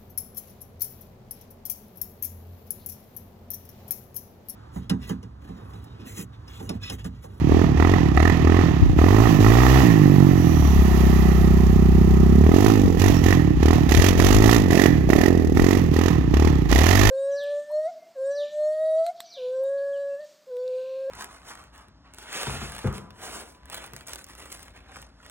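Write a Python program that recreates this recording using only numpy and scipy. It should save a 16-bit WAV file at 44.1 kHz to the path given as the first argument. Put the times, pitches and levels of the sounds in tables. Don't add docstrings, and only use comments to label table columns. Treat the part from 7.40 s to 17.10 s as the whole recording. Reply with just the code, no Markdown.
import sys
import numpy as np
from scipy import signal
from scipy.fft import rfft, irfft
from scipy.io import wavfile
from scipy.ndimage import uniform_filter1d

SR = 44100
rng = np.random.default_rng(int(sys.argv[2]) if len(sys.argv) > 2 else 0)


def store_wav(level_fs):
    pcm = np.round(np.clip(np.atleast_2d(level_fs), -1, 1) * 32767)
    wavfile.write(sys.argv[1], SR, pcm.T.astype(np.int16))


N = 427769
TIME = np.arange(N) / SR
OVERRUN_HZ = 40

# the functions add their own gains.
# Tone colours, or how strong each frequency is (f/Hz, level/dB):
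WIND_TONE = [(8, -13), (28, -19), (45, -0.5), (90, -7), (200, -18), (600, -69), (4000, -92)]
BUFFET_TONE = [(20, -13), (70, 13), (200, -6), (500, -21), (1200, -47), (4000, -72)]
MUFFLED_TONE = [(30, -13.5), (65, 1.5), (110, -4.5), (175, -7.5), (260, -8.5), (400, -14.5), (650, -8),
                (1000, -18.5), (1900, -21.5), (3300, -21), (8000, -44.5), (16000, -38)]
GRIT_TONE = [(500, -15), (1100, 6), (1550, -15), (2700, -6), (6000, -9), (8400, -13), (11000, 0),
             (13500, 3), (16000, -9)]
ROLL_TONE = [(500, 4.5), (1100, 9), (1550, -2), (2700, 4), (3900, -0.5), (5200, -2.5), (6000, 1),
             (7300, -5.5), (8400, -17), (10500, -9.5), (12200, -3), (13800, -8.5), (16000, -8.5)]
GAS_TONE = [(1200, 1), (2500, 2), (3400, 1), (4600, -1), (6400, 1.5), (7400, -4), (8600, -12.5),
            (10200, -8.5), (11800, -4.5), (13500, -10), (16000, -17.5)]
CRACK_TONE = [(350, -15), (570, -10.5), (750, 2.5), (950, -5), (1270, -3), (1550, -20), (2500, -31),
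              (5000, -64), (12000, -42)]
RING_TONE = [(1000, -40.5), (1600, -12), (1780, 4), (1950, 4.5), (2200, -11), (2700, -10), (4000, -67),
             (12000, -65)]
THUMP_TONE = [(40, -42), (100, -3.5), (170, -3), (290, 3), (410, -1), (540, -13), (750, -31.5),
              (1500, -47.5), (8000, -74.5)]
BARK_TONE = [(150, -28), (330, 2.5), (470, -5), (680, -0.5), (900, -15), (2000, -50), (8000, -80)]
HOLLOW_TONE = [(50, -18), (110, 1.5), (160, 5.5), (215, -5), (300, 2), (400, -10.5), (540, -26.5),
               (1000, -35), (8000, -65)]
IDLE_TONE = [(28, -9), (45, 8), (100, -3), (160, 3), (225, 2), (330, -2), (410, -7.5), (480, -18.5),
             (700, -40), (8000, -57.5)]

# (t/s, length/s, rise/dB)
WIND_GUSTS = [(.03, 0.2, 7.9), (1.468, 0.091, 11.3), (3.35, .15, 7.6), (5.8, .45, 5.7), (6.95, 0.42, 8.82),
              (8.1, 0.19, 4.6), (9.1, .2, 3), (9.68, 0.087, 9)]
# (t/s, length/s, level/dB)
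AIR_BLOWS = [(1.422, 0.0072, -4), (1.512, 0.036, -15), (3.223, 0.03, -23), (5.462, 0.024, -7.5),
             (6.59, 0.017, -5)]
# (t/s, length/s, f/Hz, level/dB)
BRAKE_SQUEALS = [(3.179, 0.21, 5930, -39.5), (5.773, 0.031, 5544, -37)]
# (f/Hz, width/Hz, level/dB)
FRAME_NOTES = [(726, 230, -11), (1770, 180, 3), (2460, 130, -9), (4730, 150, -19), (5960, 130, -30)]
# (t/s, share/0-1)
GAS_IN_HISS = [(0, 0), (.85, 0.77), (1.3, 0.04), (1.8, 0.23), (2.4, 0.06), (3, 0.01), (5.05, 0.23),
               (5.17, 0.54), (6.6, 0.79), (9.7, 0.68)]
# (t/s, share/0-1)
TREBLE_SHARE = [(0, 0), (1.3, 0), (1.8, 0.69), (3.3, 1), (5.6, 0.99), (6.2, 0.35), (7, 0.98), (8.2, 0.96),
                (8.9, 0.26), (9.7, 0.61)]
# (t/s, share/0-1)
IDLE_SHARE = [(3.24, 0), (3.28, 0.97), (4.98, 0.99), (5.13, 0)]
# (opens/s, eases/s, firing rate at opening/Hz, at easing/Hz, boom/dB, thump/dB,
# crack/dB, ring/dB, hiss/dB, snapped open/0-1, shut afterwards/0-1, clatter afterwards/dB)
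THROTTLE_BLIPS = [(.07, 0.229, 36.2, 44.57, -19, -17.5, -32.5, -43, -39.5, 0.38, 1, 1),
                  (0.346, 0.541, 33.3, 48.38, -17.5, -19.5, -26.5, -35, -37.5, 0.24, 0.92, 3),
                  (0.732, 0.908, 30.97, 45.34, -17, -20, -27, -29.5, -36.5, 0.53, 0.78, 4.5),
                  (1.016, 1.208, 36.64, 45.98, -16.5, -18, -28.5, -34.5, -38, 0.04, 0.95, 4),
                  (1.525, 1.873, 27.2, 59.36, -16, -18, -25.5, -36.5, -37.5, 0.03, 0.86, -1.5),
                  (1.977, 2.42, 47.08, 68.15, -15.5, -18.5, -24, -33, -34, 0, 1, -9),
                  (5.108, 5.302, 40.27, 55.9, -22, -16.5, -28.5, -39, -37.5, 0.05, 0.32, -6.5),
                  (5.576, 5.695, 41.62, 51.08, -17, -18.5, -29.5, -35, -35, 0, 0.88, -0.5),
                  (5.818, 5.919, 38.26, 49.52, -17, -19, -32.5, -30.5, -34, 0.31, 1, -1.5),
                  (6.168, 6.333, 28.72, 43.35, -16.5, -18.5, -31, -42, -35.5, 0.01, 1, 2.5),
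                  (6.489, 6.687, 32.64, 47.94, -18, -20.5, -35, -32.5, -30, 0.96, 0.44, -2.5),
                  (6.775, 6.95, 40.77, 52.62, -19, -18.5, -30, -35, -31.5, 0.86, 0.08, -1),
                  (7.008, 7.147, 52.48, 59.63, -21.5, -16, -25.5, -31, -31, 0.31, .35, -8),
                  (7.302, 7.458, 41.6, 48.94, -28, -15, -31.5, -28, -34, 1, 1, -6.5),
                  (7.683, 7.873, 28.81, 45.14, -28, -16, -33, -32, -39, 0.98, 0.09, -8),
                  (8.141, 8.368, 38.84, 49.02, -26, -18.5, -33.5, -35, -39, 0.42, 0.69, -6),
                  (8.51, 8.693, 37.16, 45.15, -21.5, -21, -33, -38.5, -37, 0.07, 0.99, -1.5),
                  (8.886, 9.067, 27.75, 41.48, -17.5, -20, -31, -40, -37, 0, 0.99, 1),
                  (9.294, 9.702, 25.33, 54.2, -17, -22.5, -28, -29.5, -29, 1, 0, 17)]
# (overrun level at OVERRUN_HZ/dB, rise with firing rate/(dB per Hz), swell over a blip/dB)
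ENGINE_VOICES = [(-22.5, 0.12, -2), (-20.5, 0.38, -2), (-39, 0.68, 2.5), (-43.5, 0.68, 5), (-43.5, 0.58, 4)]
# (t/s, f/Hz)
COAST_RATE = [(2.42, 63.6), (2.5, 56.2), (2.64, 48.5), (2.95, 45.7), (3.25, 35.6), (3.5, 32.3), (4.3, 31.4),
              (4.9, 32.3), (5.11, 39.5)]
# (t/s, boom/dB, thump/dB, crack/dB, ring/dB, hiss/dB)
COAST_LEVELS = [(2.44, -27, -14.5, -34, -27, -36), (2.57, -23, -16, -36, -34.5, -43),
                (2.83, -32, -14, -32.5, -42, -44), (2.918, -21.5, -17, -37, -38.5, -44),
                (3.27, -16, -22.5, -33, -41.5, -43), (3.65, -15.5, -19, -30.5, -35.5, -42),
                (4.38, -15.5, -18, -35, -43, -48.5), (4.861, -14.5, -17, -34, -43, -48),
                (5.06, -13, -13, -35, -41, -47.5), (5.14, -29, -15, -27, -36.5, -43)]


def undb(db):
    return 10 ** (np.asarray(db) / 20)


def unit(x):
    return x / np.sqrt(np.mean(x ** 2))


def curves(table):
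    times, *columns = np.transpose(table)
    return [np.interp(TIME, times, column) for column in columns]


def during(start, end):
    return 1. * ((TIME >= start) & (TIME < end))


def bump(peak_s, length_s):
    return np.exp(-((TIME - peak_s) / length_s) ** 2)


def noise():
    return rng.standard_normal(N)


def drift(rate_hz):
    step = int(SR / rate_hz)
    stairs = np.repeat(rng.standard_normal(N // step + 1), step)[:N]
    return unit(uniform_filter1d(stairs, step))


def response(tone, size=8192):
    hz, db = np.transpose(tone)
    grid_hz = np.maximum(np.fft.rfftfreq(size, 1 / SR), 1)
    gains = undb(np.interp(np.log(grid_hz), np.log(hz), db))
    cepstrum = irfft(np.log(gains))
    cepstrum[1:size // 2] *= 2
    cepstrum[size // 2 + 1:] = 0
    return irfft(np.exp(rfft(cepstrum)))


def colour(x, tone):
    click = response(tone)
    return signal.fftconvolve(x, click / np.linalg.norm(click))[:N]


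def resonate(x, hz, width_hz):
    return signal.lfilter(*signal.iirpeak(hz, hz / width_hz, fs=SR), x)


def wind(breeze_db=-48):
    flutter_db = 2.5 * drift(12)
    gusts_db = sum(db * bump(t, length) for t, length, db in WIND_GUSTS)
    return colour(noise() * undb(breeze_db + gusts_db + flutter_db), WIND_TONE)


def buffets():
    swell = sum(undb(db) * bump(t, length) for t, length, db in AIR_BLOWS)
    return colour(noise() * swell, BUFFET_TONE)


def forest(x, fade_s=1.0, build_s=0.026, echo_db=-9):
    tail = (noise() * undb(-60 * TIME / fade_s) * (1 - np.exp(-TIME / build_s)))[:SR]
    echo = signal.fftconvolve(x, tail / np.linalg.norm(tail))[:N]
    band = signal.butter(1, [120, 3000], "band", fs=SR, output="sos")
    return undb(echo_db) * signal.sosfilt(band, echo)


def grit(closest_s=3.5, length_s=0.76, per_s=900, scatter_db=4, level_db=-42):
    ticks = (rng.random(N) < per_s / SR) * undb(scatter_db * noise())
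    return colour(unit(ticks), GRIT_TONE) * undb(level_db) * bump(closest_s, length_s)


def brakes(width_hz=260):
    out = np.zeros(N)
    for t, length, hz, db in BRAKE_SQUEALS:
        squeal = resonate(resonate(noise(), hz, width_hz), hz, width_hz)
        out += unit(squeal) * undb(db) * bump(t, length)
    return out


def latest_blip():
    columns = np.transpose(THROTTLE_BLIPS)
    return columns[:, np.maximum(np.searchsorted(columns[0], TIME) - 1, 0)]


def pulling(blip, pickup_s=.024, shut_lag_s=.01):
    opens, eases, opening_hz, *_, snap, _, _ = blip
    late_s = pickup_s * (1 - snap) * (OVERRUN_HZ / opening_hz) ** 2
    return during(opens + late_s, eases + shut_lag_s)


def throttle_shut(blip):
    *_, depth, _ = blip
    idling = during(IDLE_SHARE[1][0], IDLE_SHARE[-1][0])
    overrun = depth * (1 - pulling(blip)) * (1 - idling)
    return np.clip(uniform_filter1d(overrun, size=400), 0, 1)


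def firing_rate(rev_s=.3, flywheel_s=.041):
    blips = np.array(THROTTLE_BLIPS)
    turn_s, turn_hz = blips[:, :2].ravel(), blips[:, 2:4].ravel()
    leg = np.clip(np.searchsorted(turn_s, TIME) - 1, 0, len(turn_s) - 2)
    age_s = np.maximum(TIME - turn_s[leg], 0)
    progress = np.expm1(-age_s / rev_s) / np.expm1(-np.diff(turn_s) / rev_s)[leg]
    hz = turn_hz[leg] + np.diff(turn_hz)[leg] * progress
    coasting = during(COAST_RATE[0][0], COAST_RATE[-1][0])
    hz = np.where(coasting, curves(COAST_RATE)[0], hz)
    return uniform_filter1d(hz, int(flywheel_s * SR), mode="nearest")


def follow(db, rise_s=.02, fall_s=.022):
    rising = uniform_filter1d(db, int(rise_s * SR))
    hold = np.exp(-1 / (fall_s * SR))
    falling = db[0] + signal.lfilter([1 - hold], [1, -hold], rising - db[0])
    return np.maximum(rising, falling)


def voice_levels(blip, hz):
    opens, eases, _, _, *blip_db, snap, _, clatter_db = blip
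    progress = np.clip((TIME - opens) / (eases - opens), 0, 1)
    swell = (np.sqrt(progress) - .75) * (1 - 0.56 * snap)
    on_throttle = pulling(blip)
    coasting = during(COAST_LEVELS[0][0], COAST_LEVELS[-1][0])
    coast_db = curves(COAST_LEVELS)
    loose_db = [0, 0, clatter_db, clatter_db, clatter_db]
    levels = []
    for i, (overrun_db, db_per_hz, swell_db) in enumerate(ENGINE_VOICES):
        open_db = blip_db[i] + swell_db * swell
        shut_db = overrun_db + db_per_hz * (hz - OVERRUN_HZ) + loose_db[i]
        db = np.where(on_throttle, open_db, shut_db)
        levels.append(follow(np.where(coasting, coast_db[i], db)))
    return levels


def pulses(cycle, hz, scatter_db):
    at = np.flatnonzero(np.diff(np.floor(cycle)) > 0)
    out = np.zeros(N)
    out[at] = np.sqrt(SR / hz[at]) * undb(scatter_db * rng.standard_normal(len(at)))
    return out


def puffs(cycle, hz, peak_s, rise_s, fall_s, scatter_db):
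    turn = cycle - peak_s * hz + 1 / np.pi
    age_s = (turn % 1 - 1 / np.pi) / hz
    firing = np.floor(turn - np.floor(turn.min())).astype(int)
    strength = undb(scatter_db * rng.standard_normal(firing.max() + 1))[firing]
    shape = np.exp(np.minimum(age_s / rise_s, -age_s / fall_s))
    return unit(noise() * strength * shape / np.sqrt(hz))


def hiss(cycle, hz, hiss_db, shut):
    share = np.clip(curves(GAS_IN_HISS)[0], 0, 1) * (1 - 0.71 * shut)
    gas = puffs(cycle, hz, peak_s=0.0027, rise_s=0.00074, fall_s=0.0055, scatter_db=1.5)
    rolling = noise() * undb(0.92 * drift(250)) * np.sqrt(1 - share)
    frame = sum(undb(0.83 * db) * resonate(rolling, f, width) for f, width, db in FRAME_NOTES)
    out = colour(gas * np.sqrt(share) * undb(hiss_db + 10), GAS_TONE)
    out += colour(rolling * undb(hiss_db + 9.5), ROLL_TONE)
    out += unit(frame) * undb(hiss_db - 3)
    dull = signal.sosfilt(signal.butter(1, 3500, fs=SR, output="sos"), out)
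    return dull + curves(TREBLE_SHARE)[0] * (out - dull)


def snaps(cycle, hz, blip, thump_db, hiss_db, first_lead=0.3268, last_lead=0.082):
    opens, eases, *_, snap, _, _ = blip
    progress = np.clip((TIME - opens) / (eases - opens), 0, 1)
    early = cycle + first_lead + (last_lead - first_lead) * progress
    snapped = snap * pulling(blip)
    thumps = pulses(early, hz, scatter_db=1) * snapped * undb(thump_db - 10)
    spits = puffs(early, hz, peak_s=0.0025, rise_s=0.00069, fall_s=0.0015, scatter_db=0.5) * snapped
    low = colour(thumps, THUMP_TONE) + 1.3 * colour(thumps, BARK_TONE)
    return low + colour(spits * undb(hiss_db + 1), GAS_TONE)


def crackle(cycle, hz, crack_db, ring_db, power, shut):
    front = pulses(cycle - .012, hz, scatter_db=5.5) * power
    blast = puffs(cycle, hz, peak_s=0.0016, rise_s=0.00044, fall_s=0.0033, scatter_db=-0.5) * power
    knock = puffs(cycle - .17, hz, peak_s=0.00072, rise_s=0.0026, fall_s=0.0023, scatter_db=3) * shut
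    clatter = noise() * (1 - 0.62 * power)
    crack = (0.41 * front + 0.66 * blast + 0.61 * knock + 0.7 * clatter) * undb(crack_db + 4.5)
    ring = (0.65 * front + 0.88 * blast + 0.38 * knock + 0.69 * clatter) * undb(ring_db + 4.5)
    return colour(crack, CRACK_TONE) + colour(ring, RING_TONE)


def boom(cycle, hz, boom_db, lag_s=0.0037, pipe_hz=64):
    angle = 2 * np.pi * (cycle - 0.23 - lag_s * hz)
    lowest = np.minimum(hz / pipe_hz, 1) ** 3.3
    slosh = np.cos(2 * angle) + lowest * np.cos(angle) + undb(-14) * np.cos(3 * angle)
    return unit(slosh / np.sqrt(1 + lowest ** 2)) * undb(boom_db + 1.5)


def exhaust(cycle, hz, thump_db, power, shut, idle):
    fired = pulses(cycle, hz, scatter_db=1.5) * undb(thump_db)
    late = pulses(cycle - .17, hz, scatter_db=1.5) * undb(thump_db)
    thumps = colour(fired * power * undb(4), THUMP_TONE)
    hollow = colour(late * shut * undb(5.5), HOLLOW_TONE)
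    putter = colour((fired + 0.67 * late) * idle * undb(3), IDLE_TONE)
    bark_db = np.minimum(0.61 * (thump_db + 15), 2) - 10.5
    return thumps + hollow + putter + colour(fired * power * undb(bark_db), BARK_TONE)


def quad_bike():
    blip, hz = latest_blip(), firing_rate()
    boom_db, thump_db, crack_db, ring_db, hiss_db = voice_levels(blip, hz)
    cycle = np.cumsum(hz) / SR - .43 + 0.005 * drift(30)
    idle = np.clip(curves(IDLE_SHARE)[0], 0, 1)
    shut = throttle_shut(blip) * (1 - idle)
    power = 1 - idle - shut
    return (exhaust(cycle, hz, thump_db, power, shut, idle)
            + boom(cycle, hz, boom_db)
            + crackle(cycle, hz, crack_db, ring_db, power, shut)
            + hiss(cycle, hz, hiss_db, shut)
            + snaps(cycle, hz, blip, thump_db, hiss_db))


def scene():
    bike = quad_bike() + brakes() + grit()
    left = signal.fftconvolve(bike + forest(bike), response(MUFFLED_TONE))[:N]
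    right = bike + forest(bike)
    return np.array([left + undb(21.5) * wind() + buffets(), right + undb(14) * wind()])


def record(dry, ceiling=1.02, top_hz=16000):
    rounded = dry / (1 + (dry / ceiling) ** 6) ** (1 / 6)
    return signal.sosfilt(signal.ellip(10, .1, 80, top_hz, fs=SR, output="sos"), rounded)


dry = scene()
out = record(dry)
store_wav(out)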